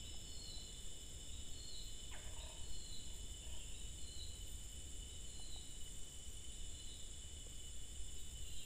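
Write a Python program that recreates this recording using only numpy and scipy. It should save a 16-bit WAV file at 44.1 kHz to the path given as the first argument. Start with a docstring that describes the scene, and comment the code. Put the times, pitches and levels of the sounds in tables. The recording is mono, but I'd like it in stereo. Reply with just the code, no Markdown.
"""Insects and birds at a forest lake

Crickets trill with their wings and cicadas drone with their tymbals, over a low rumble of moving air.
One bird repeats a chip and a high falling whistle; a second calls lower notes, and a third slurs
and chuckles. An angler's tackle knocks softly near by. Trunks and leaves scatter the birds' calls
and the knocks into reverberation."""
import sys
import numpy as np
from scipy import signal
from scipy.fft import rfft, irfft, next_fast_len
from scipy.io import wavfile
from scipy.ndimage import map_coordinates

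SR = 44100
rng = np.random.default_rng(int(sys.argv[2]) if len(sys.argv) > 2 else 0)


def persist_wave(psi):
    """Save psi, clipped to +-1, as 16-bit WAV."""
    counts = np.round(np.clip(psi, -1, 1) * 32767).astype(np.int16)
    wavfile.write(sys.argv[1], SR, np.atleast_2d(counts).T)


N = 381465


def amp(db):
    """Decibels to amplitude ratio."""
    return 10 ** (np.asarray(db) / 20)


def unit(x):
    """Normalisation to rms 1."""
    return x / np.sqrt(np.mean(x ** 2) + 1e-20)


def clock(length):
    """Sample times over a length in seconds."""
    return np.arange(round(length * SR)) / SR


def along(points, hz):
    """Interpolation on a logarithmic frequency axis."""
    freqs, values = np.transpose(points)
    return np.interp(np.log(hz + 1), np.log(freqs + 1), values)


def curves(rows, t):
    """Linear interpolation at t of each column after the first."""
    times, *columns = np.transpose(rows)
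    return [np.interp(t, times, column) for column in columns]


def wobble(rate):
    """Smooth random modulation, with rate knots a second."""
    return map_coordinates(rng.standard_normal(int(N * rate / SR) + 4), [np.arange(N) * rate / SR])


def swell(t, crest_s, rise_s, fall_s):
    """Exponential growth to 1 at the crest, then exponential decay."""
    return np.exp(np.minimum((t - crest_s) / rise_s, (crest_s - t) / fall_s))


def phase(hz):
    """Phase is the time integral of frequency."""
    return 2 * np.pi * np.cumsum(hz) / SR


def add(track, s, sound):
    """Superposition of a sound on a track at time s."""
    part = track[max(round(s * SR), 0):][:len(sound)]
    part += sound[:len(part)]


def filtered(x, response):
    """Filtering multiplies the spectrum by a frequency response."""
    size = next_fast_len(N + 8192)
    return irfft(rfft(x, size) * response(np.fft.rfftfreq(size, 1 / SR)), size)[..., :N]


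def bell(hz, centre, width):
    """A Gaussian power spectrum of area 1; width is taken at half power."""
    sigma = width / np.sqrt(8 * np.log(2))
    return np.exp(-((hz - centre) / sigma) ** 2 / 2) / (sigma * np.sqrt(2 * np.pi))


def panned(x, left_db):
    """An interaural level difference: louder on the left by left_db."""
    return x * amp([[left_db / 2], [-left_db / 2]])


# Likeness of the two channels. Each row: frequency in Hz, correlation coefficient.
COHERENCE = [(30, -0.086), (65, 0.63), (130, 0.078), (500, 0.2), (1200, -0.066), (3000, 0.029),
             (10000, 0.019)]
def diffuse(gain):
    """A diffuse field: noise of rms 1 from all round, only partly coherent between the ears."""
    def response(hz):
        angle = np.arccos(np.clip(along(COHERENCE, hz), -1, 1)) / 2
        return gain(hz) * np.array([np.cos(angle), np.sin(angle)])
    mid, side = filtered(rng.standard_normal((2, N)), response)
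    return unit(np.array([mid + side, mid - side]))


def broadband(spectrum):
    """Diffuse noise coloured by a spectrum in dB."""
    return diffuse(lambda hz: amp(along(spectrum, hz)))


def narrowband(centre_hz, width_hz):
    """Diffuse noise confined to one Gaussian band."""
    return diffuse(lambda hz: np.sqrt(bell(hz, centre_hz, width_hz)))


# The forest's decay. Each row: frequency in Hz, reverberation time in seconds.
FOREST_T60 = [(300, 0.13), (1000, 1), (4000, 1), (10000, 0.072)]
def forest(x, direct_db, echo_db, build_s=0.003):
    """Reverberation: scattering by trunks and leaves builds a decaying tail behind the direct sound."""
    hz, t, noise = signal.stft(rng.standard_normal((2, SR)), SR, nperseg=256)
    envelope = amp(-60 * t / along(FOREST_T60, hz)[:, None]) * (1 - np.exp(-t / build_s))
    tail = signal.istft(noise * envelope, SR, nperseg=256)[1]
    echo = signal.fftconvolve(x[None], tail / np.linalg.norm(tail[0]), axes=1)[:, :N]
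    return amp(direct_db) * x + amp(echo_db) * echo


# Two spectra of moving air. Each row: frequency in Hz, relative spectral density in dB.
RUMBLE_SPECTRUM = [(4, 8), (10, 2), (20, -4.5), (30, -4.5), (45, -10), (100, -28.5), (220, -50),
                   (400, -103)]
RUSH_SPECTRUM = [(50, -9.5), (130, 3.5), (250, -2.5), (430, -5.5), (680, -12.5), (1200, -20), (2500, -32.5),
                 (6000, -60)]
def moving_air(t):
    """Flow noise: a randomly modulated rumble and a soft rush, both slowly easing."""
    rumble = amp(-45 - 0.12 * t) * unit(amp(1.64 * wobble(14)) * broadband(RUMBLE_SPECTRUM))
    rush = amp(-61 - 0.3157 * t) * broadband(RUSH_SPECTRUM)
    return panned(rumble, left_db=3.5 * -1) + panned(rush, left_db=-0.5)


# The drone's colour. Each row: frequency in Hz, relative spectral density in dB.
DRONE_SPECTRUM = [(25, -28), (45, -4), (62, -3), (75, -3.5), (92, -12), (130, -18), (260, -54.5),
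                  (400, -95)]
# Its envelope. Each row: time in seconds, relative level in dB.
DRONE_ENVELOPE = [(0.0, -55), (0.58, -59), (1.88, -55.5), (1.93, -61), (2.36, -55), (5.03, -55.5),
                  (5.47, -59.5), (8.65, -56)]
def far_drone(t):
    """Low-frequency noise whose level dips now and then."""
    gain = amp(curves(DRONE_ENVELOPE, t)[0] + 0.5)
    return panned(gain * broadband(DRONE_SPECTRUM), left_db=-3.5)


# Distant insects. Each row: frequency in Hz, relative spectral density in dB.
CHORUS_SPECTRUM = [(600, -32), (1300, -7.5), (1900, -3), (2500, -1.5), (2850, 0), (3200, 2), (3750, 2),
                   (4100, -2.5), (4600, -4.5), (6000, -6), (8600, -2), (10100, -3.5), (10800, -19),
                   (11400, -64)]
def far_insects(t):
    """Incoherent summation: countless insects merge into a hiss, and a crowd of crickets swells once."""
    chorus = amp(-63) * broadband(CHORUS_SPECTRUM)
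    crowd_gain = amp(-82) + amp(-66) * swell(t, crest_s=1.3, rise_s=1.1, fall_s=0.79)
    return chorus + crowd_gain * narrowband(3570, width_hz=380)


def far_cicada(t):
    """A distant rasp: narrowband noise that grows and decays exponentially."""
    return amp(-72.5) * swell(t, crest_s=6.3, rise_s=0.57, fall_s=0.41) * narrowband(5760, width_hz=330)


# The whine's envelope. Each row: time in seconds, relative level in dB.
SIREN_ENVELOPE = [(0.0, -76.5), (0.82, -70.5), (1.59, -72.5), (3.81, -68.5), (8.55, -69.5), (8.65, -68)]
def siren_cicada(t, centre_hz=9225, sink_hz_per_s=13, swing_hz=75, period_s=1.63, crest_s=3.48):
    """Frequency modulation: a narrow whine swings slowly up and down while it sinks."""
    shift_hz = swing_hz * np.cos(2 * np.pi * (t - crest_s) / period_s) - sink_hz_per_s * t
    analytic = signal.hilbert(narrowband(centre_hz, width_hz=150))
    whine = np.real(analytic * np.exp(1j * phase(shift_hz)))
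    return amp(curves(SIREN_ENVELOPE, t)[0] + 5) * whine


def throbbing_cicada(beat_hz=19.6, throb_db=0.84, buzz_db=1.5):
    """Amplitude modulation: tymbal clicks blur into a band that throbs, four or five clicks a beat."""
    beat = phase(beat_hz * (1 + 0.0078 * wobble(2.7)))
    modulation_db = throb_db * np.cos(beat) + buzz_db * (np.cos(4 * beat) + np.cos(5 * beat)) / 2
    band = narrowband(7370, width_hz=800)
    return panned(amp(-57) * unit(band * amp(modulation_db)), left_db=3)


def wing_tones(rows):
    """Multipath propagation through the trees smears each wing tone into a fluttering line."""
    def density(hz):
        return sum(amp(db) ** 2 * bell(hz, centre, width) for centre, width, db in rows)
    power = sum(amp(db) ** 2 for _, _, db in rows)
    return np.sqrt(power) * diffuse(lambda hz: np.sqrt(density(hz)))


# Spectral lines of the songs. Each row: frequency in Hz, line width in Hz, relative level in dB. 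# The high
# lines also hold a steady line near 8.9 kHz, just below the siren cicada's whine.
LOW_CRICKET_LINES = [(2973, 43, 1), (3020.5, 36, -1)]
TRILL_LINES = [(5202, 20, -3), (5303, 46, -5), (5040, 30, -14), (5270, 52, -11)]
KATYDID_LINES = [(14211, 18, -2), (14255, 40, -7), (14170, 20, -9)]
HIGH_LINES = [(8870, 150, -77), (9800, 160, -89), (13426, 50, -85.5), (13647, 27, -84.5), (14200, 57, -90),
              (13800, 840, -81.5)]
# Envelopes of two of these songs. Each row: time in seconds, relative level in dB.
LOW_CRICKET_ENVELOPE = [(0, -63.5), (2, -65), (4.3, -64), (5, -63.5), (6.4, -64), (8.65, -65.5)]
KATYDID_ENVELOPE = [(0.0, -84), (0.07, -82), (2.84, -83), (2.94, -81), (4.26, -86), (4.5, -75), (5.28, -87),
                    (5.85, -80), (7.39, -89), (7.61, -80), (7.73, -86), (8.65, -74)]
def wing_singers(t, settle_s=3):
    """Stridulation: loud low crickets, a thin trill that settles and a katydid; steady high lines ring beside
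    them, one just below the siren cicada's whine."""
    low = amp(curves(LOW_CRICKET_ENVELOPE, t)[0]) * wing_tones(LOW_CRICKET_LINES)
    trill = amp(-74 + 7 * np.exp(-t / settle_s)) * wing_tones(TRILL_LINES)
    katydid = amp(curves(KATYDID_ENVELOPE, t)[0] + 5.5) * wing_tones(KATYDID_LINES)
    return low + trill + katydid + wing_tones(HIGH_LINES)


# Nearer crickets. Each row: frequency in Hz, relative level in dB.
NEAR_TONES = [(3357, -77.5), (3408, -75), (3457, -76), (3548, -70.5), (3569, -76), (3681, -84)]
# They ease off and return. Each row: time in seconds, gain in dB.
NEAR_ENVELOPE = [(0, 3.5), (3.2, 2.5), (5.1, -0.5), (6.2, -1), (6.8, 3), (8.65, 2)]
def near_crickets(t, wander_hz=4, fade_db=1.5):
    """Almost sinusoidal wing tones that wander and fade independently at each ear."""
    def ear(hz):
        fading = amp(fade_db * wobble(4))
        angle = phase(hz + wander_hz * wobble(25)) + rng.uniform(-0.42, 1)
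        return unit(fading * np.sin(angle))
    tones = sum(amp(db) * np.array([ear(hz), ear(hz)]) for hz, db in NEAR_TONES)
    return amp(curves(NEAR_ENVELOPE, t)[0]) * tones


def chirping_cricket(t, wing_hz=5249, chirp_hz=8.94, last_s=0.57):
    """Full amplitude modulation cuts a wing tone into slightly uneven chirps, which stop early on."""
    cycle = 2 * np.pi * chirp_hz * (t - last_s) + 0.5 * wobble(5.3)
    chirps = (1 + np.cos(cycle)) / 2 * (t < last_s + 0.5 / chirp_hz)
    wing = np.sin(2 * np.pi * wing_hz * t)
    return forest(amp(-65) * chirps * wing, direct_db=1, echo_db=-11)


# Knocks of the tackle. Each row: start in seconds, ring frequency in Hz, relative level in dB.
TACKLE_KNOCKS = [(.145, 770, -63.5), (.582, 680, -62.5), (5.397, 760, -60.5), (5.562, 770, -59),
                 (5.878, 2040, -64), (7.467, 494, -59)]
def tackle(ring_t60_s=0.023, tick_t60_s=0.025, tick_db=-6, cutoff_hz=2200):
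    """Impact excitation: each knock is one damped mode under a dull tick of noise."""
    track, t = np.zeros(N), clock(0.1)
    for s, hz, db in TACKLE_KNOCKS:
        ring = amp(-60 * t / ring_t60_s) * np.sin(2 * np.pi * hz * t)
        tick = amp(tick_db - 60 * t / tick_t60_s) * rng.standard_normal(len(t))
        add(track, s, amp(db) * (ring + tick))
    dulled = filtered(track, lambda hz: 1 / (1 + (hz / cutoff_hz) ** 2))
    return forest(dulled, direct_db=9.5, echo_db=-4)


def voice(pitch, rough, rate):
    """Random frequency modulation: the pitch trembles by the share rough, rate times a second."""
    knots = np.arange(len(pitch)) * rate / SR
    tremble = map_coordinates(rng.standard_normal(int(knots[-1]) + 4), [knots])
    return np.sin(phase(pitch * (1 + rough * tremble)))


def slur(start_hz, end_hz, length, rough, rate):
    """A glide: one side of the syrinx holds its pitch, slides down and levels off."""
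    progress = clock(length) / length
    pitch = start_hz * (end_hz / start_hz) ** np.interp(progress, [0.22, 0.72], [0, 1])
    return signal.windows.tukey(len(pitch), 0.45) * voice(pitch, rough, rate)


# Partials of a cluck. Each row: frequency in Hz, relative level in dB.
CLUCK_PARTIALS = [(640, 1), (955, -0.5), (1700, -10), (2550, -6)]
def cluck(length_s=0.023, fall=0.065):
    """Inharmonic partials fall together in one short, hoarse syllable."""
    progress = clock(length_s) / length_s
    glide = 1 + fall * (0.5 - progress)
    partials = np.zeros(len(glide))
    for hz, db in CLUCK_PARTIALS:
        gain = amp(db + rng.normal(0, 3))
        partials += gain * voice(hz * glide * rng.normal(1, 0.015), rough=0.056, rate=580)
    return np.sin(np.pi * progress) * partials


# A clear voice and a hoarse one. Each row: start and length in seconds, first and last pitch in Hz,
# relative level in dB, roughness as a share of pitch, trembles per second.
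SLURS = [(2.105, .088, 1018, 597, -64.5, 0.044, 464), (2.108, 0.057, 3100, 1611, -59, 0.126, 1200)]
# Runs of clucks. Each row: start and length in seconds, relative level at the end in dB.
CLUCK_RUNS = [(2.239, .27, -64), (3.034, 0.11, -77), (3.433, .14, -69.5)]
def chuckling_bird(clucks_per_s=32, growth_db_per_s=36, scatter_s=0.004):
    """Biphonation: both sides of the syrinx slur at once; uneven, growing runs of clucks follow."""
    song = np.zeros(N)
    for s, length, start_hz, end_hz, db, rough, rate in SLURS:
        add(song, s, amp(db) * slur(start_hz, end_hz, length, rough, rate))
    for s, length, db in CLUCK_RUNS:
        for delay in np.arange(0, length, 1 / clucks_per_s):
            gain = amp(db - growth_db_per_s * (length - delay))
            add(song, s + delay + rng.normal(0, scatter_s), gain * cluck())
    return forest(song, direct_db=4, echo_db=1.5)


def figure(notes, s, db):
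    """A bird's set figure of short exponential frequency sweeps, sung at time s."""
    song = np.zeros(N)
    for delay, length, start_hz, end_hz, note_db in notes:
        pitch = np.geomspace(start_hz, end_hz, len(clock(length)))
        envelope = amp(db + note_db) * signal.windows.tukey(len(pitch), 0.5)
        add(song, s + delay, envelope * voice(pitch, rough=0.03, rate=550))
    return song


# The call. Each row: delay and length in seconds, first and last pitch in Hz, relative level in dB.
CALL_NOTES = [(0, 0.091, 2780, 2814, -7.5), (.09, 0.13, 3110, 3190, -2.5), (.185, .07, 2810, 2720, -1.5)]
# Its entries. Each row: start in seconds, relative level in dB.
CALL_TIMES = [(3.389, -61.5), (8.411, -59)]
def calling_bird():
    """A low-high-low pitch contour of three notes, sung twice."""
    return sum(figure(CALL_NOTES, s, db) for s, db in CALL_TIMES)


# A chip, an upward flick into a bright note. 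Each row: delay and length in seconds,
# first and last pitch in Hz, relative level in dB.
CHIP_NOTES = [(-.024, .044, 2520, 3350, -7), (0, .036, 3676, 3890, -0.5)]
# The course of a whistle. Each row: share of its length, pitch ratio, relative level in dB.
WHISTLE_CONTOUR = [(0, 1.035, -14), (.17, 1.01, -9.5), (.35, .995, -4.5), (.68, 1.003, -5.5),
                   (.79, .975, -2), (.89, .938, 3.5), (1, .925, -12.5)]
# The phrases. Each row: start in seconds, relative chip level in dB, whistle delay and length
# in seconds, relative whistle level in dB.
WHISTLER_PHRASES = [(0.041, -56, 0.2, .305, -54), (1.316, -57, 0.19, 0.27, -54),
                    (2.395, -54, .215, .36, -56.5), (3.734, -56, 0.24, .255, -55.5),
                    (5.089, -61.5, .165, .32, -57.5), (6.513, -61.5, 0.17, .26, -60.5),
                    (8.153, -62.5, .25, 0.21, -60)]
def whistling_bird(whistle_hz=4284, sag_hz_per_s=35):
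    """Frequency-modulated song: a chip, then a falling whistle, each a little lower than the last."""
    song = np.zeros(N)
    for s, chip_db, delay, length, whistle_db in WHISTLER_PHRASES:
        ratio, contour_db = curves(WHISTLE_CONTOUR, clock(length) / length)
        whistle = voice((whistle_hz - sag_hz_per_s * s) * ratio, rough=0.0184, rate=340)
        envelope = amp(whistle_db + contour_db) * signal.windows.tukey(len(whistle), 0.1)
        add(song, s + delay, envelope * whistle)
        song += figure(CHIP_NOTES, s, chip_db)
    return song


def scene():
    """Linear superposition of air, insects, birds and tackle."""
    t = np.arange(N) / SR
    cicadas = throbbing_cicada() + siren_cicada(t) + far_cicada(t)
    background = moving_air(t) + far_drone(t) + far_insects(t)
    crickets = wing_singers(t) + near_crickets(t) + chirping_cricket(t)
    birds = forest(calling_bird() + whistling_bird(), direct_db=-3, echo_db=-0.5, build_s=0.005)
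    return background + cicadas + crickets + birds + chuckling_bird() + tackle()


def record(dry, top_hz=14850):
    """Band limiting: an ideal low-pass filter keeps nothing above top_hz."""
    return filtered(dry, lambda hz: hz < top_hz)


dry = scene()
out = record(dry)
persist_wave(out)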